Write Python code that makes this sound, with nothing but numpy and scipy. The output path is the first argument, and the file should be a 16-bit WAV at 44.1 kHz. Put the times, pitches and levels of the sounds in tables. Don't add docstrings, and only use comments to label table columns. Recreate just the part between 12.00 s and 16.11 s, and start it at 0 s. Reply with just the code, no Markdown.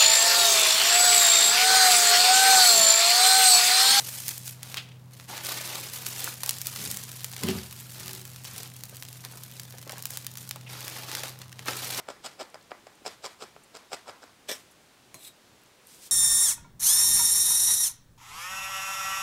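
import sys
import numpy as np
from scipy import signal
from scipy.fft import rfft, irfft
from scipy.io import wavfile
from scipy.ndimage import uniform_filter1d

SR = 44100
rng = np.random.default_rng(int(sys.argv[2]) if len(sys.argv) > 2 else 0)


def undo_db(level):
    steps = np.asarray(level, float) / 20
    return 10 ** steps


def dump_mix(stems):
    frames = np.atleast_2d(stems).T
    limited = np.clip(frames, -1, 1)
    pcm = np.round(limited * 32767).astype(np.int16)
    wavfile.write(sys.argv[1], SR, pcm)


N = 181251
TIME = np.arange(N) / SR

# centre [Hz], width [Hz], level [dB]
PAD_MODES = [(699, 265, 4.5), (1052, 113, -2.5), (1300, 230, -0.5), (1990, 170, -8.5), (2145, 450, -4)]
# centre [Hz], width [Hz], level [dB]
NEEDLE_MODES = [(2930, 1720, 4), (4280, 580, -2), (5020, 650, 7), (7460, 1060, 3), (8400, 1750, 0),
                (9850, 840, -28), (11500, 480, -14.5), (14000, 3200, -13.5)]


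def unit(x):
    return x / np.sqrt(np.mean(x ** 2))


def smooth_twice(x, first, second):
    return uniform_filter1d(uniform_filter1d(x, size=first), size=second)


def ring(x, modes, order=1):
    out = 0
    for k, (hz, width, db) in enumerate(modes):
        sharpness = max(hz / width / order ** .5, .3)
        b, a = signal.iirpeak(min(hz, .45 * SR), sharpness, fs=SR)
        one = x
        for _ in range(order):
            one = signal.lfilter(b, a, one)
        out = out + (-1) ** k * undo_db(db) * np.sqrt(1000 / width) * one
    return out


def crackle(rate, spread_db, fizz, clump_db):
    hit = rng.random(N) < rate / SR
    sign = np.sign(rng.standard_normal(N))
    size = undo_db(spread_db * np.minimum(rng.exponential(size=N), 3))
    clump = unit(smooth_twice(rng.standard_normal(N), 70, 70))
    return (unit(hit * sign * size) + fizz * rng.standard_normal(N)) * undo_db(clump_db * clump)


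def frayed(x, ms):
    size = int(ms * SR / 1000) + 3
    burst = unit(np.hanning(size)) / np.sqrt(size)
    ragged = rng.uniform(-np.sqrt(3), np.sqrt(3), N)
    return signal.fftconvolve(x, burst, "same") * ragged


def add(out, s, db, burst):
    i = int(s * SR)
    out[i:i + len(burst)] += undo_db(db) * burst / np.abs(burst).max()


def swell(s, attack, hold, release, db, drift_db=0):
    moments = s + np.cumsum([0, attack, hold, release])
    levels = db + np.array([-30, 0, drift_db, drift_db - 30])
    return undo_db(np.interp(TIME, moments, levels, left=-200, right=-200))


def rubbed(gain, modes, grain):
    return ring(gain * grain, modes, order=2) / np.std(ring(grain, modes, order=2))


def room():
    # frequency [Hz], level [dB per Hz]
    hush = [(20, -18), (50, -12), (100, -5), (330, -3.5), (1500, -9.5), (3500, -12), (8000, -17.5),
            (15500, -26)]
    hz = np.maximum(np.fft.rfftfreq(N, 1 / SR), 1)
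    f, db = np.transpose(hush)
    colour = undo_db(np.interp(np.log(hz), np.log(f), db))
    return undo_db(-58.5) * unit(irfft(rfft(rng.standard_normal(N)) * colour, N))


def rumble():
    wander = unit(smooth_twice(rng.standard_normal(N), 2500, 2500))
    table_top = [(129, 150, 0), (410, 60, -12)]  # Hz, width Hz, dB
    return undo_db(-76 + 5 * wander) * unit(ring(rng.standard_normal(N), table_top, order=2))


def ticks():
    # start [s], peak [dB], centre [Hz], length [ms]
    puffs = [(.5, -49, 8100, 2.9), (0.612, -45, 4300, .8), (.626, -50.5, 7600, 2.2),
             (.9535, -48, 8400, 1.2), (1.0156, -48.5, 300, 4.2), (1.4098, -41, 1200, 1.5),
             (1.6354, -46, 8500, .87), (1.6392, -45, 9000, .8), (1.6448, -48, 9000, .44),
             (2.06, -48, 900, 1.5), (2.0722, -36.5, 930, 0.97), (2.106, -42.5, 6940, 0.74),
             (2.2312, -38, 1480, 0.94), (2.236, -46, 410, 4), (2.293, -49, 1100, 3),
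             (2.712, -47, 11500, 1.4), (2.718, -48, 10500, .8), (2.7212, -47, 8000, .6),
             (2.7292, -53, 12000, .6), (3.6175, -48, 9000, .3), (3.636, -48, 13500, .8),
             (3.661, -49, 5900, 0.87), (3.8695, -38, 10000, 1.9), (3.8701, -47, 14000, .58),
             (3.872, -48, 7100, .98), (3.8835, -45, 8000, .5), (3.9462, -39, 8400, .38)]
    out, n = np.zeros(N), np.arange(400)
    for s, db, hz, ms in puffs:
        u = n / (ms * SR / 1000)
        puff = rng.standard_normal(400) * u * np.exp(-2 * u)
        width = 0.34 * hz
        one = ring(puff, [(hz, width, 0)])
        add(out, s, db, ring(one, [(hz, 2.2 * width, 0)]))
    return out


def band(gain, grain):
    # centre [Hz], width [Hz], level [dB]
    band_modes = [(3730, 55, -2), (3800, 46, -1), (4125, 40, -5), (7760, 90, -6)]
    # start [s], peak [dB], pitch [Hz], width [Hz]
    nicks = [
        (3.1436, -57, 4125, 6.5),
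        (3.247, -47, 3440, 70),
        (3.247, -53, 4140, 60),
        (3.267, -48, 3780, 65),
        (3.222, -55, 3750, 28),
        (3.288, -51, 3800, 21),
    ]
    out = undo_db(-10) * ring(gain * grain, band_modes) / np.std(ring(grain, band_modes))
    t = np.arange(4000) / SR
    for s, db, hz, width in nicks:
        fade = (1 - np.exp(-t / .002)) * np.exp(-np.pi * width * t)
        add(out, s, db, fade * np.sin(2 * np.pi * hz * t))
    return out


def ring_click(out):
    # centre [Hz], width [Hz], level [dB]
    click_modes = [(246, 370, -18), (1000, 130, -3), (2320, 200, 1), (3900, 920, 3), (6700, 550, 1),
                   (6490, 53, 4), (9600, 3200, 8.5), (9600, 68, 3), (10500, 49, -2), (11200, 90, -19),
                   (13500, 6600, -6)]
    finger_modes = [(197, 190, 3.0), (657, 92, -3), (1030, 170, -5.5)]  # Hz, width Hz, dB
    click_s, click_db = 3.1436, -28
    t = np.arange(2500) / SR
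    fade = np.exp(-t / .0005) + .14 * np.exp(-t / .013)
    rattle = fade * np.sign(rng.standard_normal(len(t)))
    add(out, click_s, click_db, ring(rattle, click_modes))
    thud = np.exp(-t / 0.023) * rng.standard_normal(len(t))
    add(out, click_s, click_db - 17.0, ring(thud, finger_modes, order=2))


def fingers():
    # start [s], attack [s], hold [s], release [s], level [dB]
    roll_rubs = [
        (3.146, 0.0025, 0.0034, 0.12, -60.5),
        (3.115, 0.12, 0.043, 0.052, -50.5),
    ]
    # start [s], attack [s], hold [s], release [s], level [dB]
    pull_rubs = [
        (3.791, 0.092, 0.06, .16, -56.5),
        (3.946, .081, .047, .046, -51.5),
    ]
    # centre [Hz], width [Hz], level [dB]
    roll_tone = [(2430, 810, -2.5), (3600, 560, -2), (5670, 2700, -0.5), (7770, 630, -1), (9260, 1400, 2.5),
                 (11000, 1200, -5), (12400, 1500, 1.5), (14400, 500, -6), (15400, 800, -14)]
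    # centre [Hz], width [Hz], level [dB]
    pull_tone = [(600, 620, -27), (3230, 2500, -2), (5400, 1900, -0.5), (8600, 3100, 3), (14000, 3000, -4)]
    press_db = 4
    rolling = sum(swell(*rub, press_db) for rub in roll_rubs)
    pulling = sum(swell(*rub, press_db) for rub in pull_rubs)
    rasp = frayed(np.abs(crackle(1700, 2.4, 0.7, 1.1)), 0.48)
    out = rubbed(rolling, roll_tone, rasp) + band(rolling, rasp)
    out += rubbed(pulling, pull_tone, crackle(6000, 2.0, 0.95, 0.6))
    ring_click(out)
    return out


def stab():
    # centre [Hz], width [Hz], level [dB]
    block_modes = [(273, 260, -14), (543, 190, -4.5), (1030, 440, -13), (1800, 210, -3.5),
                   (2320, 210, -8.5), (3450, 700, 0.5)]
    # centre [Hz], width [Hz], level [dB]
    cell_tone = [(5510, 540, -1), (6940, 1800, -14.5), (8400, 1040, -3.5), (10500, 1800, -19),
                 (12640, 920, -8.5), (14800, 1200, -20)]
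    # Hz, width Hz, dB
    closing_tone = [(673, 1700, -1.5), (3020, 2200, -3.0), (6000, 3000, -1.5),
                    (9000, 3600, -4.0), (13500, 4000, -9)]
    s, attack = 2.477, 0.012
    burst = np.abs(crackle(600, 3.0, .4, 2.5))
    giving = swell(s, attack, hold=0.034, release=0.056, db=-33, drift_db=-4.5)
    bursting = swell(s, attack, hold=0.04, release=0.053, db=-36, drift_db=-1.5)
    closing = swell(s, 0.067, hold=.001, release=0.17, db=-46)
    block = rubbed(giving, block_modes, frayed(burst, 1.3))
    cells = rubbed(bursting, cell_tone, frayed(burst, 1.3))
    settle = rubbed(closing, closing_tone, crackle(3000, 2.7, .9, 1.0))
    return block + cells + settle


def snaps():
    # start [s], pad peak [dB], bright peak [dB]
    fibres = [(.0008, -35.5, -58), (.0835, -31, -56), (.087, -19.5, -33.5), (0.1015, -34, -37),
              (.2609, -36, -29), (.3924, -38, -43), (.4110, -32, -32.5), (.4285, -49, -35),
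              (0.5435, -28.5, -36), (.5563, -32, -56), (.7094, -36.5, -42), (0.7174, -20.5, -55),
              (.8692, -31.5, -45), (1.053, -29, -57), (1.0624, -21, -30), (1.0654, -44, -28.5),
              (1.0784, -46, -29.5), (1.2430, -23, -31), (1.2527, -31, -30), (1.2612, -29.5, -27.5),
              (1.423, -25.5, -38), (1.564, -33, -56), (1.7509, -32.5, -35), (1.7693, -36.5, -36),
              (1.9197, -26.5, -44), (1.9313, -18.5, -25), (1.9454, -59, -28), (2.0797, -31, -37.5),
              (2.0950, -25.5, -38.5), (2.2382, -36, -42)]
    # start [s], pad peak [dB], bright peak [dB]
    catches = [
        (2.4766, -51, -46),
        (2.4921, -28.5, -32),
        (2.5160, -34, -24),
        (2.524, -33, -32),
    ]
    s, pad_db, bright_db = np.transpose(np.vstack([fibres, catches]))
    u = np.arange(400) / (.0006 * SR)
    steel, blows = np.zeros(N), np.zeros(N)
    for at, db in zip(s, bright_db):
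        tearing = rng.uniform(-2.5, 1, 400) * u * np.exp(-u)
        add(steel, at - .0002, db + 1, ring(tearing, NEEDLE_MODES, order=2))
    np.add.at(blows, (s * SR).astype(int), undo_db(pad_db + 1.0))
    pad_peak = np.abs(ring(np.eye(1, 600)[0], PAD_MODES)).max()
    return -blows / pad_peak, steel


def strokes():
    # needle at rest [s], push length [s], pad thump [dB], bright crackle [dB],
    # drag out against these two [dB]
    jabs = [(.008, 0.036, -47, -55.5, -12.5), (.125, .06, -44, -50.5, -10.5), (.274, 0.044, -37, -37, -15),
            (0.426, 0.044, -37, -43, -15), (.559, 0.024, -49, -62, -8.5), (.727, 0.041, -51, -66, -1),
            (.876, 0.018, -52.5, -61, -6), (1.082, 0.038, -37.5, -37.5, -12.5),
            (1.269, 0.046, -38.5, -40, -12), (1.445, 0.057, -43, -44.5, -13.5),
            (1.571, 0.015, -59, -76, -9), (1.775, 0.045, -45.5, -49, -9.5), (1.952, 0.049, -39, -40, -13),
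            (2.108, 0.057, -45, -51.5, -8), (2.246, 0.045, -54.5, -58.5, -4.5)]
    brake_share, drag_s = .38, 0.11
    push, drag = np.zeros((2, N)), np.zeros((2, N))
    for rest, length, pad_db, bright_db, drag_db in jabs:
        fall = brake_share * length
        s, rise = rest - fall, length - fall
        gain = undo_db([[pad_db], [bright_db]])
        biting = undo_db(-24 * np.abs((s - TIME) / rise) ** 1.49)
        braking = undo_db(-12 * np.abs((TIME - s) / fall) ** 3.5)
        push += gain * np.where(TIME < s, biting, braking)
        out = (TIME - s - fall) / drag_s
        drag += gain * (TIME > s) * undo_db(drag_db - 4.7 * out - 16.2 * np.maximum(out, 0) ** 2.15)
    return push, drag


def needle():
    # centre [Hz], width [Hz], level [dB]
    slab_modes = [(163, 190, -8.5), (317, 55, -6.5), (394, 84, 2), (530, 590, -13)]
    # centre [Hz], width [Hz], level [dB]
    wool_modes = [(615, 540, -1), (1530, 1200, 1.5), (2340, 740, -6.5)]
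    # centre [Hz], width [Hz], level [dB]
    fluff_modes = [(3380, 2900, 3.5), (5300, 2500, 0.5), (7360, 2500, -1.5), (12000, 3600, -13)]
    push, drag = strokes()
    tear = frayed(np.abs(crackle(1100, 2.4, 0.65, 2.8)), 0.96)
    shove = .5 * tear + crackle(900, 3.5, 0.58, 1.6)
    slide = crackle(3000, 3.0, .9, 1.2)
    blows, rips = snaps()
    force = push[0] * shove / np.std(ring(shove, PAD_MODES)) + blows
    force = smooth_twice(force, 4, 5)
    thump = ring(force, PAD_MODES) - undo_db(-4) * ring(force, slab_modes)
    steel = rubbed(push[1], NEEDLE_MODES, tear)
    tuft = ring(drag[0] * slide, wool_modes) / np.std(ring(slide, wool_modes))
    fluff = rubbed(drag[1], fluff_modes, slide)
    return thump + tuft + fluff + steel + rips


def echo(near):
    t = np.arange(int(.3 * SR)) / SR
    tail = (t > .003) * rng.standard_normal(len(t)) * undo_db(-60 * t / 0.073)
    tail = uniform_filter1d(tail, size=2)
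    return undo_db(-15) * signal.fftconvolve(near, tail / np.sqrt(np.sum(tail ** 2)))[:N]


def scene():
    near = needle() + stab() + fingers() + ticks()
    return (near + echo(near) + room() + rumble())[None]


def low_pass(x):
    return signal.sosfilt(signal.butter(12, 16440, fs=SR, output="sos"), x)


def record(dry):
    top = signal.ellip(10, .3, 40, 15780, fs=SR, output="sos")
    mix = signal.sosfilt(top, dry)
    return low_pass(mix)


dry = scene()
out = record(dry)
dump_mix(out)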